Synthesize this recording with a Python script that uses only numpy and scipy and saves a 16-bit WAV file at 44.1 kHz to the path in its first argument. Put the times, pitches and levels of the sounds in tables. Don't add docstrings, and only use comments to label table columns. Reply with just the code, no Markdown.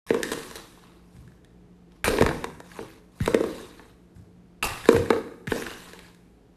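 import sys
import numpy as np
from scipy import signal
from scipy.fft import rfft, irfft
from scipy.io import wavfile
from scipy.ndimage import uniform_filter1d

SR = 44100
rng = np.random.default_rng(int(sys.argv[2]) if len(sys.argv) > 2 else 0)


def materialize(psi):
    bounded = np.clip(np.atleast_2d(psi).T, -1, 1)
    quanta = np.round(bounded * 32767).astype(np.int16)
    wavfile.write(sys.argv[1], SR, quanta)


N = 289296

# body/dB, knock/dB, tick/dB, clack/dB
LIGHT_TOUCH = (-11.5, -11, -13, 0)


def amp(db):
    return 10 ** (np.asarray(db) / 20)


def unit_rms(x):
    return x / np.sqrt(np.mean(x ** 2) + 1e-20)


def value_at(points, hz):
    f, value = np.transpose(points)
    return np.interp(np.log(hz + 1), np.log(f + 1), value)


def add(mix, start_s, sound):
    part = mix[max(round(start_s * SR), 0):][:len(sound)]
    part += sound[:len(part)]


def band(x, lo_hz, hi_hz, order=2):
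    return signal.sosfilt(signal.butter(order, [lo_hz, hi_hz], "band", fs=SR, output="sos"), x)


def coloured(x, spectrum):
    gains = amp(value_at(spectrum, np.fft.rfftfreq(N, 1 / SR)))
    return unit_rms(irfft(rfft(x) * gains, N))


def room_air(level_db=-55.5):
    # f/Hz, relative level/dB
    spectrum = [(15, -48.5), (25, -23.5), (58, -1.5), (81, -18), (127, -6), (144, -22), (178, -8),
                (214, -13.5), (351, -11), (380, -21.5), (411, -11.5), (548, -24), (694, -23.5),
                (1030, -30.5), (13000, -52)]
    return amp(level_db) * coloured(rng.standard_normal(N), spectrum)


def hum(hz=176, level_db=-58.5, waver_hz=1.49, beat_s=0.847, peak_s=0.93, depth=0.43):
    t = np.arange(N) / SR
    beat = 1 + depth * np.cos(2 * np.pi * (t - peak_s) / beat_s)
    pitch = hz + waver_hz * unit_rms(uniform_filter1d(rng.standard_normal(N), size=4000))
    return amp(level_db) * beat * unit_rms(np.sin(2 * np.pi * np.cumsum(pitch) / SR))


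def room_tail(build_s=0.0057, echoes_per_s=5000):
    # f/Hz, time to fall 60 dB/s
    ring_times = [(100, 1.13), (400, 0.716), (1500, 0.76), (4000, 0.63), (12000, 1.23)]
    # f/Hz, level/dB
    colour = [(80, -13), (220, -2), (420, -5.5), (800, -8.5), (2000, -6.5), (5000, -6), (12000, -10.5)]
    t = np.arange(SR) / SR
    echoes = rng.choice([-1., 1.], SR) * (rng.random(SR) < echoes_per_s / SR)
    echoes *= 1 - np.exp(-(t / build_s) ** 2)
    hz, times, bands = signal.stft(echoes, SR, nperseg=256)
    bands *= amp(-60 * times / value_at(ring_times, hz)[:, None])
    size = np.linalg.norm(signal.istft(bands, SR, nperseg=256)[1])
    bands *= amp(value_at(colour, hz))[:, None]
    return signal.istft(bands, SR, nperseg=256)[1] / size


def kitchen(pot, even_m=0.48, growth=0.55, change_hz=1.7, tails=3):
    # t/s, distance/m
    path = [(0, 0.81), (.7, 0.56), (2.031, 0.54), (2.35, .28), (3.199, 0.43), (3.7, 0.53), (4.62, 0.67),
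            (4.88, 0.32), (5.46, 0.34), (5.9, 0.72)]
    # delay/s, gain
    echoes = [(.0047, 0.23), (.0092, 0.12), (0.0145, 0.062), (0.024, 0.08), (0.032, 0.14), (0.043, 0.094),
              (0.058, 0.21)]
    t = np.arange(N) / SR
    metres = np.interp(t, *np.transpose(path))
    sent = pot * (metres / even_m) ** growth
    out = np.zeros(N)
    for k in range(tails):
        share = np.sqrt(2 / tails) * np.cos(2 * np.pi * (change_hz * t + k / tails))
        out += signal.fftconvolve(sent * share, room_tail())[:N]
    dulled = band(sent, 117.8, 2000, order=1)
    for delay, gain in echoes:
        add(out, delay, gain * dulled)
    return out


def bumps(span=1.375):
    # t/s, level/dB, length/s, middle f/Hz
    swells = [(.31, -47, 0.11, 130), (0.581, -50.5, .07, 250), (1.138, -48.5, 0.14, 90),
              (1.194, -47.5, 0.16, 122), (2.069, -27.5, 0.18, 320), (2.21, -20, 0.046, 119.8),
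              (2.796, -51, 0.11, 105.6), (2.791, -40.5, 0.081, 345), (4.155, -44, .09, 98),
              (4.7, -40, 0.12, 96.5), (4.962, -28, 0.086, 100), (5.528, -36, 0.079, 335)]
    out = np.zeros(N)
    for start, db, length, hz in swells:
        progress = np.linspace(0, 1, int(length * SR))
        rumble = band(rng.standard_normal(SR), hz / span, hz * span)[-len(progress):]
        add(out, start, amp(db) * unit_rms(rumble) * np.sin(np.pi * np.sqrt(progress)))
    return out


def flexes(glide_s=0.01044):
    # t/s, peak level/dB, starting f/Hz, time to the peak/s
    thuds = [(.109, -31.5, 270, 0.0065), (2.068, -29.5, 260, 0.024), (2.078, -25, 439, 0.0067),
             (2.221, -22, 345, 0.0036), (2.245, -21, 152, 0.0084), (3.206, -17.5, 287, 0.0087),
             (3.227, -29, 85, .012), (4.939, -21.5, 289, .011), (5.474, -25.5, 310, 0.0084),
             (5.501, -34, 128, .013)]
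    out, t = np.zeros(N), np.arange(SR // 5) / SR
    for start, db, hz, peak_s in thuds:
        cycles = np.cumsum(hz / (1 + t / glide_s) ** 1.103) / SR
        swell = t / peak_s * np.exp(1 - t / peak_s)
        add(out, start, amp(db) * swell * np.sin(2 * np.pi * cycles))
    return out


def ring(t, spread_db=0.5, detune=0.031, wall_above_hz=600):
    # f/Hz, level/dB, time to fall 60 dB/s
    shell = [(313, -18.5, 0.047), (425, 2, 0.014), (695, -4, 0.02), (933, -5.5, 0.038), (1103, -4, .016),
             (1365, -4, 0.023), (1613, 9, 0.01), (1790, -7, 0.062), (2110, -7, 0.0084), (2367, -13, 0.031),
             (2766, -20.5, 0.093), (3817, 5, 0.0068), (4430, -45, .012)]
    hollow = [(247, -22, .14), (330, -22, .12), (374, -20, .17), (456, -13, .2), (499, -19, .16)]
    notes = np.vstack([shell, np.add(hollow, (0, -1, 0))])
    hz, db, ring_s = notes.T[:, :, None]
    softer, phase, shift = rng.standard_normal((3, len(notes), 1)) * (hz > wall_above_hz)
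    hz = hz * (1 + detune * shift)
    fade = amp(db - spread_db * softer - 60 * t / ring_s)
    return (fade * np.sin(2 * np.pi * hz * t + np.pi * phase)).sum(0)


def crack(samples=380, rise_s=.0015, fade_s=.0015):
    t = np.arange(samples) / SR
    burst = rng.standard_normal(samples) * np.exp(-t / fade_s) * (1 - np.exp(-t / rise_s))
    spectrum = rfft(burst)
    flattened = irfft(spectrum / (abs(spectrum) + 1e-9) ** .8, samples)
    return unit_rms(flattened * np.cos(np.pi / 2 * t / t[-1]))


def contact(levels_db, clack_hz, clack_span=1.508, body_lag_s=0.001):
    # lowest f/Hz, highest f/Hz
    ranges = [(215, 600), (600, 1300), (4500, 14000)]
    t = np.arange(SR // 2) / SR
    out, crunch = np.zeros((2, len(t)))
    add(crunch, 0, amp(-3.5) * crack())
    blow = ring(t) + band(crunch, 800, 9450)
    parts = [band(blow, *edges, order=3) for edges in ranges]
    parts.append(band(blow, clack_hz / clack_span, clack_hz * clack_span))
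    for part, db, lag in zip(parts, levels_db, (body_lag_s, 0, 0, 0)):
        attack = part[:int(.012 * SR)]
        add(out, lag, amp(db) * part / np.sqrt(np.mean(attack ** 2)))
    return out


def clicks():
    # t/s, strength/dB, clack f/Hz, hardness/dB
    touches = [(0.094, -44, 1740, 6), (1.165, -62, 1500, 6.5), (1.277, -58.5, 1700, 0.5),
               (1.319, -63, 1490, 1), (1.4466, -59, 2900, 8.5), (1.92, -64, 4200, 4),
               (2.0428, -25.5, 2000, -9), (2.055, -30, 2100, -12), (2.717, -47, 1830, -6),
               (3.2032, -39, 1620, -2.5), (3.26, -31, 3500, 8), (4.163, -65, 1910, 4),
               (4.626, -34, 2610, -1), (4.841, -43.5, 1785, -1), (4.856, -34.5, 1722, -0.5),
               (5.06, -39.5, 1420, -6), (5.471, -38, 2030, 1), (5.476, -35, 1770, -4),
               (5.666, -33, 2060, -10), (5.991, -47.5, 2840, 5.5), (6.147, -61.5, 2700, 10.5)]
    out = np.zeros(N)
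    for start, db, hz, hardness_db in touches:
        add(out, start, contact(db + np.add(LIGHT_TOUCH, (0, 0, hardness_db, 0)), hz))
    return out


def knocks(clack_hz=1780, tick_db=-14):
    # t/s, strength/dB, extra body/dB, lean from knock to clack/dB, hardness/dB
    landings = [(.105, -26.5, 10.5, -0.5, -10), (0.1435, -30, 9, -2.5, -1.5), (.231, -34, 1, 5.5, 16.5),
                (.3166, -33, 5.5, 0.5, 8), (.511, -44, -5, 0, 10), (.5559, -46, 3.5, 2, 17),
                (.775, -60.5, -10, -5, 2), (0.837, -58.5, -16, -5.5, -1), (2.0788, -25, 4.5, -3, 3.5),
                (2.1851, -26, 0.5, -1, -10.5), (2.2096, -29.5, 15, 2, 3), (2.2219, -20.5, 3, -2.5, -1),
                (2.2631, -23.5, -4, -1, 0), (2.2897, -29.5, -20, 1, -3), (2.3106, -37, 5.5, -7.5, -14),
                (2.4424, -29, -3, -2, 2), (2.602, -42.5, -2.5, -1.5, 3), (2.7891, -38, 2.5, -2.5, -12),
                (3.2764, -24.5, 4.5, -3, -1), (3.344, -25, 11.5, -0.5, 2), (3.4075, -38.5, 18, -7, 2),
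                (3.4386, -34, 10.5, -4, -3.5), (3.795, -46, -3, -0.5, -20.5), (4.888, -17, 9, -1.5, -2),
                (4.9286, -37, 12, -9, 8.5), (4.9637, -27, 3.5, -1, -1), (5.104, -19, 4, -2, -5),
                (5.1301, -40.5, 16, 6.5, -4), (5.28, -50, -13, -1, -11), (5.519, -25.5, 3.5, 0.5, -26),
                (5.56, -41.5, 13.5, 2, 5), (5.6227, -41.5, 4.5, 6.5, 5), (5.7125, -44, -2, 1, -5),
                (5.9329, -48, 3, 2.5, 9.5)]
    out = np.zeros(N)
    for start, db, body_db, lean_db, hardness_db in landings:
        levels_db = db + np.array([body_db, -lean_db, tick_db + hardness_db, lean_db])
        add(out, start, contact(levels_db, clack_hz))
    return out


def grit(specks_per_s=13, strength_db=-4.5, spread_db=3):
    pitches = [1300, 1900, 2700, 3800]
    out = np.zeros(N)
    for hz in pitches:
        sizes = amp(strength_db + spread_db * np.clip(rng.standard_normal(N), -2, 2))
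        specks = sizes * (rng.random(N) < specks_per_s / len(pitches) / SR)
        out += signal.oaconvolve(specks, contact(LIGHT_TOUCH, hz))[:N]
    return out


def stone_grain(rub, spread_db=3):
    bands = signal.stft(rub, SR, nperseg=256)[2]
    blur = np.outer(np.hanning(9), np.hanning(13))
    patches = unit_rms(signal.oaconvolve(rng.standard_normal(bands.shape), blur, "same"))
    return unit_rms(signal.istft(bands * amp(spread_db * patches), SR, nperseg=256)[1][:N])


def friction(slips_per_s=3200, spread_db=3.5, smooth_gain=0.67):
    # f/Hz, relative level/dB
    rasp = [(100, 2), (200, -10.5), (460, -5), (620, -8.5), (850, -2.5), (1100, 0.5), (1350, -6.5),
            (1700, -4.5), (2100, -8.5), (2700, -8), (3300, -11.5), (3800, -9), (5000, -19.5), (7000, -37.5)]
    # f/Hz, relative level/dB
    hiss = [(3000, -15.5), (4600, -2), (5500, -1.5), (7000, -0.5), (10000, -1.5), (13000, -3.5)]
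    sizes = amp(spread_db * np.minimum(rng.exponential(1, N), 4))
    slips = unit_rms(sizes * rng.choice([-1, 1], N) * (rng.random(N) < slips_per_s / SR))
    rub = stone_grain(slips + smooth_gain * rng.standard_normal(N))
    return coloured(rub, rasp), coloured(rub, hiss)


def tremble(spread_db=1, step_s=.006):
    steps = np.arange(N) / SR / step_s
    grip = np.interp(steps, np.arange(N), rng.standard_normal(N))
    return unit_rms(amp(spread_db * grip))


def slide_level(rise_s, length_s, fall_db, start_db=-13, stop_s=0.062):
    t = np.arange(int(length_s * SR)) / SR
    ends = np.clip(np.minimum(t / .005, (length_s - t) / stop_s), 0, 1)
    return ends * amp(np.interp(t, [0, rise_s, length_s], [start_db, 0, -fall_db]))


def scrapes(hiss_fall_ratio=1.26, judder_fall_db=7, judder_hiss_db=-2.5, tone_span=1.054):
    # t/s, rise/s, length/s, rasp/dB, hiss/dB, fall after the rise/dB (negative keeps growing)
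    slides = [(0.215, .015, 0.43, -45.5, -47.5, 5.5), (0.57, 0.026, 0.49, -55.5, -64, 12),
              (1.022, 0.14, 0.42, -66, -66.5, 12), (1.874, 0.092, 0.18, -66.5, -74, 11.5),
              (2.07, 0.04, 0.42, -35, -41, 20.5), (2.64, 0.13, 0.38, -49, -53.5, 13),
              (3.115, 0.079, 0.23, -60, -60, -14), (3.287, 0.19, 0.68, -47.5, -52, 17.5),
              (4.145, 0.01, 0.22, -69.5, -67, 20), (4.673, 0.011, 0.23, -35, -43.5, 19.5),
              (4.829, 0.066, 0.45, -40.5, -44, 19.5), (5.476, 0.033, 0.67, -39.5, -41.5, 21.5)]
    # t/s, length/s, rasp/dB, tone/dB, f/Hz
    judders = [(.064, 0.054, -48.5, -53, 1690), (0.083, 0.14, -47.5, -61, 1720),
               (.232, .014, -52, -34.5, 1680), (0.318, 0.02, -30, -52, 1920),
               (.559, 0.014, -44.5, -43, 4060), (2.043, .012, -24.5, -28, 1700),
               (2.054, 0.041, -26, -29.5, 2440), (3.209, 0.086, -47, -43, 1940),
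               (3.541, 0.13, -61.5, -53.5, 3750), (4.626, .01, -26.5, -23, 2610),
               (4.627, .03, -38, -28.5, 1206), (4.64, 0.038, -30.5, -31.5, 2630),
               (4.92, .08, -47, -22.5, 456), (5.128, .07, -52.5, -25.5, 451),
               (5.664, 0.0062, -55, -38.5, 3830), (5.69, 0.068, -86, -47.5, 2890)]
    rasp_level, hiss_level, tones = np.zeros((3, N))
    for start, rise, length, rasp_db, hiss_db, fall_db in slides:
        add(rasp_level, start, amp(rasp_db) * slide_level(rise, length, fall_db))
        add(hiss_level, start, amp(hiss_db) * slide_level(rise, length, hiss_fall_ratio * fall_db))
    specks = rasp_level * grit()
    for start, length, rasp_db, tone_db, hz in judders:
        progress = np.linspace(0, 1, int(length * SR))
        fade = amp(-judder_fall_db * progress) * signal.windows.tukey(len(progress), .1)
        add(rasp_level, start, amp(rasp_db) * fade)
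        add(hiss_level, start, amp(rasp_db + judder_hiss_db) * fade)
        tone = band(rng.standard_normal(SR // 2), hz / tone_span, hz * tone_span)[-len(fade):]
        add(tones, start, amp(tone_db) * fade * unit_rms(tone))
    rasp, hiss = friction()
    return (rasp_level * rasp + hiss_level * hiss) * tremble() + tones + specks


def scene():
    pot = knocks() + clicks() + scrapes() + flexes() + bumps()
    return (pot + kitchen(pot) + hum() + room_air())[None]


def record(dry, silent_s=.063, fade_in_s=.006, top_hz=13150):
    fade_in = np.clip((np.arange(N) / SR - silent_s) / fade_in_s, 0, 1)
    low_pass = signal.firwin(401, top_hz, window=("kaiser", 8), fs=SR)
    return signal.oaconvolve(np.clip(dry * fade_in, -1, 1), low_pass[None], "same")


dry = scene()
out = record(dry)
materialize(out)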